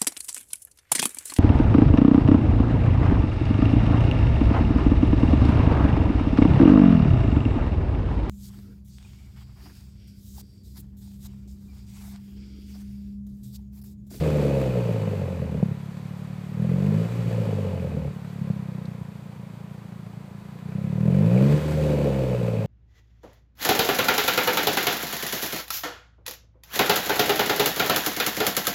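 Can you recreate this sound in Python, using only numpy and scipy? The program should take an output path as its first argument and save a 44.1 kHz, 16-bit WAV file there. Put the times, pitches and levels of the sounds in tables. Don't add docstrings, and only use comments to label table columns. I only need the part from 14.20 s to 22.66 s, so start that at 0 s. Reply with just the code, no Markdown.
import sys
import numpy as np
from scipy import signal
from scipy.fft import rfft, irfft, next_fast_len
from scipy.io import wavfile
from scipy.ndimage import uniform_filter1d, map_coordinates

SR = 44100
rng = np.random.default_rng(int(sys.argv[2]) if len(sys.argv) > 2 else 0)


def dump(signal):
    limited = np.clip(np.atleast_2d(signal).T, -1, 1)
    pcm = np.round(limited * 32767).astype(np.int16)
    wavfile.write(sys.argv[1], SR, pcm)


N = 373086

T = np.arange(N) / SR
SIZE = 2 * next_fast_len(N // 2 + SR // 4)
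HZ = np.fft.rfftfreq(SIZE, 1 / SR)

# frequency in Hz, level in dB.
SILENCER = [(25, -29), (50, -41), (72, -14.5), (90, -8), (115, 2), (150, 3.5), (203, 3.5), (222, -6.5),
            (245, -17), (330, -25.5), (450, -25), (800, -50.5), (2000, -74)]
# time the throttle shuts in seconds, time the fuel returns in seconds.
COASTS = [(-.16, 1.43), (2.87, 3.92), (7.391, 9.0)]
OPEN_S, SHUT_S = 0.097, 0.096


def amp(db):
    return 10 ** (np.asarray(db) / 20)


def unit(x):
    return x / np.sqrt(np.mean(x ** 2) + 1e-20)


def steady(x):
    power = uniform_filter1d(uniform_filter1d(x ** 2, size=5000), size=5000)
    return x / np.sqrt(np.abs(power) + 1e-20)


def colour(points):
    f, db = np.transpose(points)
    level = amp(np.interp(np.log(HZ + 1), np.log(f), db))
    cepstrum = irfft(np.log(level))
    cepstrum[1:SIZE // 2] *= 2
    cepstrum[SIZE // 2 + 1:] = 0
    return np.exp(rfft(cepstrum))


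def modes(table):
    response = 0
    for k, (centre, width, db) in enumerate(table):
        damping = 1j * HZ * width
        response = response + (-1) ** k * amp(db) * damping / (centre * centre - HZ ** 2 + damping)
    return response


def filtered(x, response):
    return irfft(rfft(x, SIZE) * response, SIZE)[:N]


def noise():
    return rng.standard_normal(N)


def wobble(rate):
    return map_coordinates(rng.standard_normal(int(N * rate / SR) + 4), [T * rate])


def by_speed(table, rate):
    hz, *columns = np.transpose(table)
    return [np.interp(rate, hz, column) for column in columns]


def held(start, end, rise, fall):
    return np.clip((T - start) / rise + .5, 0, 1) * np.clip((end - T) / fall + .5, 0, 1)


def impulses(times, sizes):
    places = np.clip(np.round(np.asarray(times) * SR).astype(int), 0, N - 1)
    return np.bincount(places, sizes, N)


def firings(turn, scatter_db, jitter, uneven=1, spit_db=0, lope_db=0):
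    chamber_db = [1.65, -0.14, 0.56, 1, 0.16, -0.54]
    spits = [.196, .251, .311, .37, .57, .689, .875, .935, 1.019, 1.221, 1.347, 3.184, 3.333, 3.391, 3.537,
             3.652, 3.771, 6.921, 6.965, 7.568]
    k = np.arange(1, int(turn[-1]) + 1)
    chance = np.clip(rng.standard_normal(len(k)), -2, 2)
    size_db = uneven * np.array(chamber_db)[k % len(chamber_db)] + scatter_db * chance
    size_db = size_db - lope_db * (-1) ** k
    is_spit = np.isin(k, np.round(np.interp(spits, T, turn)))
    size_db = np.where(is_spit, spit_db, size_db)
    times = np.interp(k, turn, T) + jitter * rng.standard_normal(len(k))
    return impulses(times, amp(size_db))


def puffs(kicks, life):
    keep = np.exp(-1 / (life * SR))
    return signal.lfilter([np.sqrt(1 - keep ** 2)], [1, -keep], kicks) * noise()


def outdoors():
    # frequency in Hz, relative level in dB.
    spectrum = [(20, -37), (50, -10.5), (120, 8.5), (220, -2), (300, -9), (1000, -13.5), (2500, -29.5),
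                (5000, -37.5), (15000, -38.5)]
    return amp(-46.5) * unit(filtered(noise(), colour(spectrum)))


def pump():
    # middle pitch in Hz, middle level in dB, size of the level waver in dB.
    whine = (975, -66.5, 3)
    hz, db, waver_db = whine
    pitch = hz + 7 * wobble(18)
    return amp(db + waver_db * wobble(5)) * np.sin(2 * np.pi * np.cumsum(pitch) / SR)


def ticks():
    # start in seconds, peak level in dB, pitch in Hz, width in Hz, life of the burst in seconds.
    rattles = [(4.654, -44, 4150, 1700, .004), (7.172, -31, 2400, 450, .014)]
    out = np.zeros(N)
    for start, db, hz, width, life in rattles:
        burst = puffs(impulses([start], [1]), life)
        ring = filtered(burst, modes([(hz, width, 0)]) ** 2)
        out += amp(db) * ring / np.abs(ring).max()
    return out


def underbody(x):
    # pitch in Hz, width in Hz, level against the direct sound in dB.
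    panels = [(855, 22, -29), (1040, 53, 0), (1260, 39, -9), (1796, 34, -37), (2903, 32, 5), (3323, 29, -4),
              (3930, 41, -5)]
    return filtered(x, 1 + sum(modes([panel]) for panel in panels))


def engine_bay(rate, turn, push_db):
    # firing rate in Hz, base clatter level in dB, base air level in dB.
    bay_levels = [(27.9, -58.5, -68.7), (29.8, -56, -67), (35.9, -54, -64.5), (47, -49, -60),
                  (58.2, -47, -57.5), (79.6, -42, -51)]
    # frequency in Hz, relative level in dB.
    clatter_tone = [(60, -38), (250, -2.5), (450, 2.5), (750, 4.5), (1050, 1.5), (1400, 1), (1900, 0),
                    (2550, -1), (3000, -17), (3800, -11.5), (4600, -17), (5200, -21), (9000, -27),
                    (15000, -29)]
    # frequency in Hz, relative level in dB.
    air_tone = [(1760, -21.5), (3000, -4.5), (3120, -1.5), (3700, -2.5), (4120, -6), (4500, -2),
                (4940, -7.5), (5290, -9.5), (7820, -10), (10100, -16.5), (12400, -14.5), (13400, -17),
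                (15000, -14.5)]
    # pitch in Hz, width in Hz, relative level in dB.
    whistles = [(2550, 200, -24), (4500, 380, -4.5), (7670, 810, -1), (12150, 150, 0.5)]
    push_clatter = 0.25
    clatter_db, air_db = by_speed(bay_levels, rate)

    taps = unit(puffs(firings(turn, scatter_db=6.0, jitter=0.0003), life=0.01))
    valves = unit(puffs(firings(2 * turn, scatter_db=4, jitter=0.0018), life=0.0028))
    clatter = steady(filtered(noise() + .5 * taps + .25 * valves, colour(clatter_tone)))

    air = unit(filtered(noise() + 0.21 * taps, colour(air_tone)))
    whistle = unit(filtered(noise(), modes(whistles)))
    flutter = amp(.5 * wobble(32))
    rush = flutter * (amp(air_db + 3.0) * air + amp(air_db - 9) * whistle)
    return underbody(amp(clatter_db + push_clatter * push_db) * clatter + rush)


def pops():
    # time in seconds, level in dB.
    bangs = [(1.428, -11), (1.456, -31), (1.511, -20.5), (3.879, -20.5), (4.213, -23), (4.301, -16.5),
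             (4.812, -21.5)]
    # frequency in Hz, relative level in dB.
    crack_tone = [(25, -34), (60, -22), (110, 4.5), (160, 10), (215, 8), (280, -12.5), (480, -5),
                  (850, -23), (1300, -47), (3000, -68)]
    times, db = np.transpose(bangs)
    sharp = np.interp(db, [-24, -12], [0, 1])
    out = np.zeros(N)
    for spectrum, share in (crack_tone, sharp), (SILENCER, 1 - sharp):
        pipe = colour(spectrum)
        peak = np.abs(irfft(pipe)).max()
        out += filtered(impulses(times, share * amp(db)), pipe) / peak
    return out


def throttle():
    # start in seconds, end in seconds, extra thump in dB.
    pushes = [(1.374, 1.542, 9.5), (2.34, 2.882, 5.5), (4.19, 4.765, 6), (6.473, 7.424, 9)]
    load = 1 - sum(held(shut, back, SHUT_S, OPEN_S) for shut, back in COASTS)
    push_db = sum(db * held(start, end, OPEN_S, SHUT_S) for start, end, db in pushes)
    return load, push_db


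def slack(recovery):
    return sum((T > shut - SHUT_S) * np.exp(-((T - shut) / recovery) ** 2) for shut, _ in COASTS)


def exhaust_levels(rate, load, push_db):
    # firing rate in Hz, base thump in dB, base bark in dB.
    burning = [(29.1, -39, -60.5), (36.8, -34, -57), (41.7, -27.5, -46), (51.4, -26, -44),
               (65.5, -25.5, -37.5), (77.4, -25, -40)]
    # firing rate in Hz, base thump in dB, base bark in dB, base firing tone in dB.
    coasting = [(36.5, -24.5, -39.5, -90), (40.5, -27, -39, -85), (46, -30, -36, -80),
                (56.3, -26, -32, -43), (64.3, -24.5, -28, -30.5), (73.4, -22, -25, -27),
                (79, -23.5, -20, -23)]
    push_bark = 1.12
    burn_thump, burn_bark = by_speed(burning, rate)
    coast_thump, coast_bark, firing_db = by_speed(coasting, rate)
    thump_sag_db = -4 * slack(0.12)
    bark_sag_db = -14 * slack(0.25)
    thump_db = load * (burn_thump + push_db) + (1 - load) * (coast_thump + thump_sag_db)
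    bark_db = load * (burn_bark + push_bark * push_db) + (1 - load) * (coast_bark + bark_sag_db)
    return thump_db, bark_db, firing_db + thump_sag_db


def tailpipe(turn, load, bark_db):
    # pitch in Hz, width in Hz, relative level in dB.
    pipe_modes = [(425.3, 36, -3), (525.4, 54, 1), (559, 70.2, -2), (652.5, 130, -14.5), (780, 31, -29)]
    # pitch in Hz, width in Hz, relative level in dB.
    shield_modes = [(850, 120, 8), (2544, 290, -0.5), (2996, 57, -1)]
    regular = firings(turn, scatter_db=1.2, jitter=.0001, spit_db=3)
    throbbing = firings(turn, scatter_db=2.4, jitter=.0001, spit_db=6, lope_db=1.5)
    kicks = load * regular + (1 - load) * throbbing
    turbulence = np.interp(bark_db, [-54, -40, -30], [2.4, 1.1, .5])
    bark = steady(filtered(kicks + turbulence * puffs(kicks, life=.011), modes(pipe_modes)))

    shakes = firings(turn, scatter_db=0.5, jitter=0.00026)
    rasp = steady(filtered(puffs(shakes, life=0.0086), modes(shield_modes)))
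    rasp_db = np.interp(bark_db, [-55, -33, -25], [-66, -48, -44]) - 1.5 * load
    return amp(bark_db + 0.94) * bark + amp(rasp_db) * rasp


def exhaust(rate, turn, load, push_db):
    # frequency in Hz, level in dB.
    open_pipe = [(25, -20), (55, -19.5), (90, -8), (130, 5.5), (200, 6), (235, -7), (270, -5.5),
                 (330, -21.5), (450, -16.5), (800, -42.5), (2000, -92)]
    # pitch in Hz, width in Hz, relative level in dB.
    howl_modes = [(273, 50.6, 3.5), (407, 62, -2)]
    bark_lead_s = .0048
    thump_db, bark_db, firing_db = exhaust_levels(rate, load, push_db)

    thumps = firings(turn, scatter_db=1.4, jitter=.0001, uneven=1.1)
    burning = steady(filtered(thumps, 1j * colour(SILENCER)))

    kicks = firings(turn, scatter_db=1.9, jitter=.00012, spit_db=4)
    pipe = colour(open_pipe)
    roughness = np.interp(rate, [38, 60], [.8, .25])
    ragged = steady(filtered(kicks + roughness * puffs(kicks, life=.018), pipe))
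    ragged_db = np.interp(rate, [35.0, 48.5, 64.6, 76], [-3.5, 0.0, -3, -1.5])

    lag = np.interp(2 * rate, HZ, np.unwrap(np.angle(pipe)))
    drone = np.sqrt(2) * np.cos(4 * np.pi * turn + lag)
    drone_db = np.interp(rate, [36.2, 47.0, 58.2, 71.7], [-13, -1.5, -4.5, -16.0])
    coasting = amp(drone_db) * drone + amp(ragged_db) * ragged

    body = amp(thump_db) * (load * burning + (1 - load) * coasting)
    boom = (1 - load) * amp(firing_db) * np.sin(2 * np.pi * turn)

    howl = steady(filtered(firings(turn, scatter_db=5.5, jitter=.00006), modes(howl_modes)))
    howl_rise_db = np.interp(rate, [46, 58.6, 67.2, 79.4], [-21.5, -15.5, -6.0, -9.5])
    howl_db = thump_db + howl_rise_db - 8 * load
    return body + boom + amp(howl_db) * howl + tailpipe(turn + rate * bark_lead_s, load, bark_db)


def scene():
    # time in seconds, firings a second.
    speed = [(0.0, 78.746), (1.107, 44.347), (1.488, 34.209), (1.789, 36.084), (2.333, 36.965),
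             (2.898, 59.014), (3.185, 56.26), (3.902, 34.903), (4.073, 36.343), (4.546, 30.911),
             (4.892, 28.94), (6.101, 28.011), (6.498, 30.545), (6.85, 40.179), (7.353, 76.575),
             (7.626, 76.335), (8.46, 52.932)]
    flywheel_s = .12
    rate = np.interp(T, *np.transpose(speed))
    rate = uniform_filter1d(rate, size=round(flywheel_s * SR), mode="nearest")
    turn = np.cumsum(rate) / SR
    load, push_db = throttle()
    background = outdoors() + pump() + ticks()
    engine = engine_bay(rate, turn, push_db) + pops() + exhaust(rate, turn, load, push_db)
    return (background + engine)[None]


def record(dry):
    top_hz = 15250
    return filtered(dry[0], HZ < top_hz)[None]


dry = scene()
out = record(dry)
dump(out)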